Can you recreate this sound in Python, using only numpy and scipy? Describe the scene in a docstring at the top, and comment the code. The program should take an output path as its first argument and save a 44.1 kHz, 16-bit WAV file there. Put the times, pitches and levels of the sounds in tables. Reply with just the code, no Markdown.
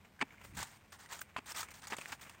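"""A hand presses, breaks and scrapes the brittle crust at the edge of a sheet of ice, outdoors and close by.
Flakes snap, and the crust gives way in short, dull crunches that thud in the hollow below.
Strokes of the hand rasp as they break tiny frost crystals, and loose crumbs of ice tick.
Light wind rumbles underneath, with one puff on the microphone."""
import sys
import numpy as np
from scipy import signal
from scipy.fft import rfft, irfft, next_fast_len
from scipy.io import wavfile
from scipy.ndimage import uniform_filter1d, map_coordinates

SR = 44100
rng = np.random.default_rng(int(sys.argv[2]) if len(sys.argv) > 2 else 0)


def output_pcm(signal):
    """Save a mono or channel-first signal as 16-bit PCM at the path in sys.argv[1].

    Samples are clipped to [-1, 1] before scaling.
    """
    pcm = np.clip(np.atleast_2d(signal).T, -1, 1) * 32767
    wavfile.write(sys.argv[1], SR, np.round(pcm).astype(np.int16))


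N = 105840
TIME = np.arange(N) / SR


def amp(db):
    """Turn decibels into a number to multiply a sound by."""
    return 10 ** (np.asarray(db) / 20)


def unit(x):
    """Scale a sound so that its average strength (rms) is 1."""
    return x / np.sqrt(np.mean(x ** 2) + 1e-20)


def fade(t, fade_s):
    """A fading curve; the fade time is how long it takes to drop by 60 dB."""
    return np.exp(-np.log(1000) * t / fade_s)


def resonance(f, hz, width):
    """How strongly something that rings at hz answers each frequency f."""
    return 1j * f * width / (hz * hz - f * f + 1j * f * width)


def filtered(x, response):
    """Turn each frequency of a sound up or down by response(frequency)."""
    size = next_fast_len(N + SR // 2)
    return irfft(rfft(x, size) * response(np.fft.rfftfreq(size, 1 / SR)), size)[..., :N]


def coloured(x, points, tilt_db=0, size=2048):
    """Give a sound the tone of (Hz, dB) points, brighter by tilt_db an octave, at strength 1."""
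    hz, db = np.transpose(points)
    octave = np.log2(np.fft.rfftfreq(size, 1 / SR) + 1)
    curve_db = np.interp(octave, np.log2(hz), db) + tilt_db * np.maximum(octave - 10, -2)
    # build the filter so that it never sounds ahead of the hit that drives it
    cepstrum = irfft(np.log(amp(curve_db)))
    cepstrum[1:size // 2] *= 2
    cepstrum[size // 2 + 1:] = 0
    click_response = irfft(np.exp(rfft(cepstrum)))
    return unit(signal.oaconvolve(x, click_response)[:N])


def wobble(per_s):
    """A curve that slides to a new random value per_s times a second."""
    return map_coordinates(rng.standard_normal(N // 10), [TIME * per_s], order=1)


def grains(per_s, spread_db, hiss):
    """Tiny cracks of random size at random moments, over a smooth hiss."""
    hit = rng.random(N) < per_s / SR
    size = amp(spread_db * np.clip(rng.standard_normal(N), -2, 2))
    direction = np.sign(rng.standard_normal(N))
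    return unit(unit(hit * size * direction) + hiss * rng.standard_normal(N))


def contacts(rows, grit, tone, release_s):
    """Each touch on the ice is a burst of grit that sets in, swells or fades, then lets go."""
    out = np.zeros(N)
    for start, length, rise, from_db, to_db, tilt_db in rows:
        t = TIME - start
        shape = np.clip(t / rise, 0, 1) * np.exp(-np.maximum(t - length, 0) / release_s)
        level = amp(np.interp(t, [0, length], [from_db, to_db]))
        out += shape * level * coloured(grit, tone, tilt_db)
    return out


def wind():
    """Faint air, a low rumble and one puff that swells on the microphone and dies away."""
    # the tone of each of the three (frequency [Hz], relative level [dB])
    air_tone = [(100, -13.5), (300, 2), (450, 0.5), (1000, 0.5), (2300, -11), (3200, -9), (5000, -12),
                (7000, -17.5), (8500, -14.5), (10500, -25), (14500, -16.5), (15800, -30)]
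    rumble_tone = [(20, -8.5), (40, -6), (62, -6.5), (85, 2.5), (125, -5), (200, -4.5), (280, -11),
                   (400, -25.5), (900, -42)]
    puff_tone = [(20, -14), (45, -1), (70, 3), (125, 0), (180, -7.5), (300, -13), (700, -61.5)]
    peak_s, rise_s, fall_s = 0.58, 0.072, 0.049
    air = amp(-71 + 0.23 * wobble(9.7)) * coloured(rng.standard_normal(N), air_tone)
    rumble = amp(-65 + 0.97 * wobble(6.3)) * coloured(rng.standard_normal(N), rumble_tone, size=8192)
    swell = np.exp(np.minimum((TIME - peak_s) / rise_s, (peak_s - TIME) / fall_s))
    puff = amp(-47.5) * swell * coloured(rng.standard_normal(N), puff_tone, size=8192)
    return air + rumble + puff


def crumbs():
    """Loose bits of ice tick and rustle as they shift under the hand."""
    # how loud the crumbs are as time passes (time [s], level [dB])
    loudness = [(0, -70), (.18, -68.5), (.25, -68), (.39, -61.5), (.55, -63.5), (.72, -73.5), (.82, -67.5),
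                (1.02, -72), (1.3, -68.5), (1.44, -69.5), (1.68, -58), (1.8, -69), (2.09, -57),
                (2.18, -67.5), (2.24, -58), (2.4, -64)]
    # their tone (frequency [Hz], relative level [dB])
    crumb_tone = [(200, -11.5), (600, -5.5), (1100, -4.5), (1800, -3), (2300, -2.5), (3000, -9.5),
                  (4300, -22.5), (7000, -17), (8700, -22), (10500, -32.5), (15000, -22)]
    level_db = np.interp(TIME, *np.transpose(loudness)) + 3.6 * wobble(60)
    return amp(level_db) * coloured(grains(per_s=1000, spread_db=1, hiss=0.51), crumb_tone)


def snapping():
    """A flake breaks: it rings briefly and sheds a bright spray of splinters."""
    # breaking flakes (time [s], level [dB], pitch [Hz], fade time [s], relative splinter level [dB])
    snaps = [(.1925, -43.5, 1620, 0.02, -12), (0.2059, -30.5, 1570, 0.0037, -23),
             (0.213, -31.5, 2250, 0.036, -36), (.307, -47, 2240, 0.023, -26), (.343, -50, 1490, 0.018, -18),
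             (.382, -48.5, 2170, 0.019, -30), (.589, -37, 1570, 0.0081, 1.5), (.6, -37, 970, 0.021, -19),
             (0.628, -38, 1920, 0.011, 6.5), (0.671, -57, 1980, 0.0092, 11), (1.06, -49, 1940, 0.026, -2),
             (1.191, -45, 6870, 0.02, 4), (1.2155, -31.5, 1570, 0.012, -4),
             (1.3637, -23, 1560, 0.0046, -28), (1.365, -29, 1008, 0.028, -40),
             (1.3667, -20.5, 2280, 0.0022, -24.5), (1.3792, -46, 1640, 0.0065, -0.5),
             (1.52, -33.5, 5500, 0.01, -26), (1.562, -32, 5640, 0.0059, -15),
             (1.63, -34.5, 1298, 0.032, -1), (1.686, -44, 2180, 0.028, -4), (1.716, -48, 2050, 0.011, -1),
             (1.739, -57, 1800, 0.0076, -10), (1.8707, -38, 4600, 0.0082, 2),
             (1.881, -41, 6770, 0.016, -10), (1.9234, -23.5, 2440, 0.0047, -27),
             (1.931, -34.5, 1800, 0.014, -8), (1.967, -40, 7650, 0.017, 1.5), (1.9841, -37, 2920, 0.01, -2),
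             (1.986, -37, 595, 0.02, -17), (2.0123, -37, 2630, 0.018, -2.5), (2.019, -37, 2530, 0.0089, -8),
             (2.0578, -26.5, 1920, 0.0053, -19.5), (2.129, -33.5, 1426, 0.014, -18),
             (2.23, -43.5, 3580, 0.0073, -10), (2.2952, -43.5, 2740, 0.01, 3)]
    # the tone of the spray (frequency [Hz], relative level [dB])
    splinter_tone = [(200, -36), (900, 10), (2500, 4.5), (4000, -2), (8500, 3), (11000, -10), (14500, -11),
                     (15800, -9.5)]
    ring_rise_s, spray_rise_s = 0.0001, 0.00046
    out = np.zeros(N + SR)
    t = np.arange(SR // 16) / SR
    sprays = np.resize(coloured(rng.standard_normal(N), splinter_tone), (len(snaps), len(t)))
    wavers = 0.43 * np.resize(wobble(1500), sprays.shape)  # makes each ring rough
    burst = amp(-4) * (1 - np.exp(-t / spray_rise_s)) * fade(t, fade_s=0.034)
    for (start, db, hz, fade_s, splinter_db), spray, waver in zip(snaps, sprays, wavers):
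        ring = np.sin(2 * np.pi * hz * t + waver) * fade(t, fade_s) * (1 - np.exp(-t / ring_rise_s))
        out[round(start * SR):][:len(t)] += amp(db) * (ring + amp(splinter_db) * burst * spray)
    return out[:N]


def crunching():
    """The crust caves in with a quick run of coarse, dull cracks that make it ring."""
    # moments when the crust gives way (start [s], length [s], rise [s],
    # relative start level [dB], relative end level [dB], brightness [dB per octave])
    crunches = [(.2085, 0.019, 0.0064, -29.5, -33, 1), (1.37, 0.0066, 0.0015, -47, -38, 0.5),
                (1.38, .011, .002, -44.5, -40.5, 1.5), (1.921, .019, 0.00095, -40.5, -41, -1.8),
                (1.984, 0.0096, .001, -51, -49.5, 0.8), (2.12, 0.016, 0.0025, -42, -47, 2.5)]
    # the tone of the cracks (frequency [Hz], relative level [dB])
    crust_tone = [(30, -36), (100, -23.5), (230, -1), (520, -13), (1000, -2.5), (1350, 0.5), (1700, 1.5),
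                  (2600, -3), (3100, -5), (4000, -15.5), (4800, -9), (5300, -20.5), (8600, -18.5),
                  (9500, -41), (11000, -41), (15800, -56)]
    # the pitches at which the crust rings (pitch [Hz], width [Hz], gain [dB])
    rings = [(410, 57, 0.5), (686, 150, 1.5), (842, 98, 0), (1036, 134, -2), (1770, 95, -6.5),
             (2365, 270, -3.5), (2614, 78, -0.5)]
    grit = grains(per_s=5000, spread_db=0.5, hiss=0.14)
    cracks = contacts(crunches, grit, crust_tone, release_s=0.0012)
    direct = amp(-5.5)  # the share that does not ring
    return filtered(cracks, lambda f: direct + sum(
        amp(db) * resonance(f, hz, width) for hz, width, db in rings))


def thudding():
    """The hollow under the crust answers each blow with a few low, short notes."""
    # weight lands on the hollow ice (time [s], relative level [dB])
    thuds = [(0.218, -34.5), (0.2257, -28), (1.3842, -36), (1.389, -58), (1.923, -39), (1.9375, -38),
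             (1.986, -51), (2.123, -44)]
    # the notes of the hollow (pitch [Hz], relative level [dB], fade time [s])
    notes = [(263.7, -1.5, 0.035), (413, -7, 0.022), (700, -16, 0.032), (867, 2.5, 0.02), (1000, -9, 0.016)]
    rise_s = 0.0013
    out = np.zeros(N + SR)
    t = np.arange(SR // 10) / SR
    ring = sum(amp(db) * np.sin(2 * np.pi * hz * t) * fade(t, fade_s) for hz, db, fade_s in notes)
    for start, db in thuds:
        out[round(start * SR):][:len(t)] += amp(db) * ring * (1 - np.exp(-t / rise_s))
    return out[:N]


def chips(count=3000, per_s=1400, low_hz=1212, high_hz=15040, ring_cycles=4.4, spread_db=2):
    """Tiny chips of ice ping, each at its own pitch for a few cycles."""
    starts = rng.random(count) * count / per_s
    hz = low_hz * (high_hz / low_hz) ** rng.random((count, 1))
    size = amp(spread_db * np.clip(rng.standard_normal((count, 1)), -2, 2))
    samples = np.arange(SR // 150)
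    cycles = hz * samples / SR
    pings = size * hz * np.sin(2 * np.pi * cycles) * np.exp(-cycles / ring_cycles)
    places = (starts * SR).astype(int)[:, None] + samples
    return unit(np.bincount(places.ravel(), pings.ravel(), N)[:N])  # add each ping at its place


def scraping():
    """The hand drags over frost: crystals break in clumps and throw off chips, with a thin hiss."""
    # strokes of the hand (start [s], length [s], rise [s],
    # start level [dB], end level [dB], brightness [dB per octave])
    strokes = [(.434, 0.078, 0.0084, -56, -72, 3.5), (.546, 0.026, 0.0052, -58, -57.5, 0),
               (.567, 0.062, 0.0028, -46, -43.5, -0.5), (.632, 0.14, 0.0041, -58, -65, 0),
               (.92, 0.04, 0.0026, -50.5, -59, -1), (.984, 0.072, 0.014, -56, -61, -1),
               (1.087, 0.036, .002, -62, -44.5, -2), (1.125, 0.089, 0.0011, -46, -61, -0.3),
               (1.207, 0.01, 0.0035, -37, -43.5, 13), (1.457, 0.064, 0.0032, -54, -45, 0.1),
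               (1.543, 0.021, 0.0067, -46, -48.5, -0.9), (1.562, 0.05, 0.0033, -45.5, -39, 0.75),
               (1.617, 0.034, 0.0017, -56.5, -56.5, 1.5), (1.705, 0.011, 0.0024, -54, -55.5, 3.5),
               (1.739, 0.062, 0.0018, -53.5, -62, 0), (1.816, 0.038, 0.0035, -56.5, -51.5, -1.2),
               (1.87, 0.016, 0.003, -51, -53.5, 1.2), (1.898, .045, 0.0041, -47, -46, -2.5),
               (1.964, 0.11, 0.0066, -57.5, -59.5, 1), (2.074, 0.039, 0.009, -51, -55, -0.4),
               (2.119, 0.044, 0.0024, -43.5, -63.5, -0.2), (2.21, 0.054, 0.0031, -49, -64, 1.7),
               (2.265, 0.076, 0.011, -63, -64.5, 0)]
    # the tone of the frost (frequency [Hz], relative level [dB])
    frost_tone = [(150, -11), (450, -10.5), (640, -5), (850, 2.5), (1300, 0), (1900, -0.5), (2500, -7),
                  (3200, -6), (5600, -7), (7400, -5), (8900, -8), (10000, -16.5), (11300, -23.5),
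                  (14400, -10), (15800, -10.5)]
    crystals = grains(per_s=6000, spread_db=1, hiss=0.43)
    clumps = amp(1.35 * wobble(220))
    grit = crystals * clumps + amp(-3) * chips()
    rasp = contacts(strokes, grit, frost_tone, release_s=0.0084)
    effort = np.sqrt(np.abs(uniform_filter1d(rasp ** 2, size=1500)))
    rubbing = filtered(rng.standard_normal(N), lambda f: resonance(f, hz=8760, width=1000) ** 2)
    return rasp + amp(-74) * unit(rubbing * effort ** 0.35)  # the hiss grows more slowly than the rasp


def echo(x):
    """The ground and the bank scatter back a weak, short echo."""
    t = np.arange(SR // 3) / SR
    tail = rng.standard_normal(len(t)) * fade(t, fade_s=0.16)
    return amp(-28.5) * signal.fftconvolve(x, tail / np.linalg.norm(tail))[:N]


def scene():
    """The ice lies straight ahead; only its echo spreads a little to the left and right."""
    ice = scraping() + crunching() + snapping() + thudding() + crumbs()
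    middle = ice + echo(ice) + wind()
    side = amp(-28.5) * echo(ice)
    return np.array([middle + side, middle - side])


def record(dry):
    """The microphone thins the deep bass and cuts off the very highest treble."""
    low_cut_hz, top_hz = 34, 15900
    thinned = filtered(dry, lambda hz: (1j * hz / (low_cut_hz + 1j * hz)) ** 2)
    return filtered(thinned, lambda hz: np.clip((top_hz - hz) / 200 + .5, 0, 1))


dry = scene()
out = record(dry)
output_pcm(out)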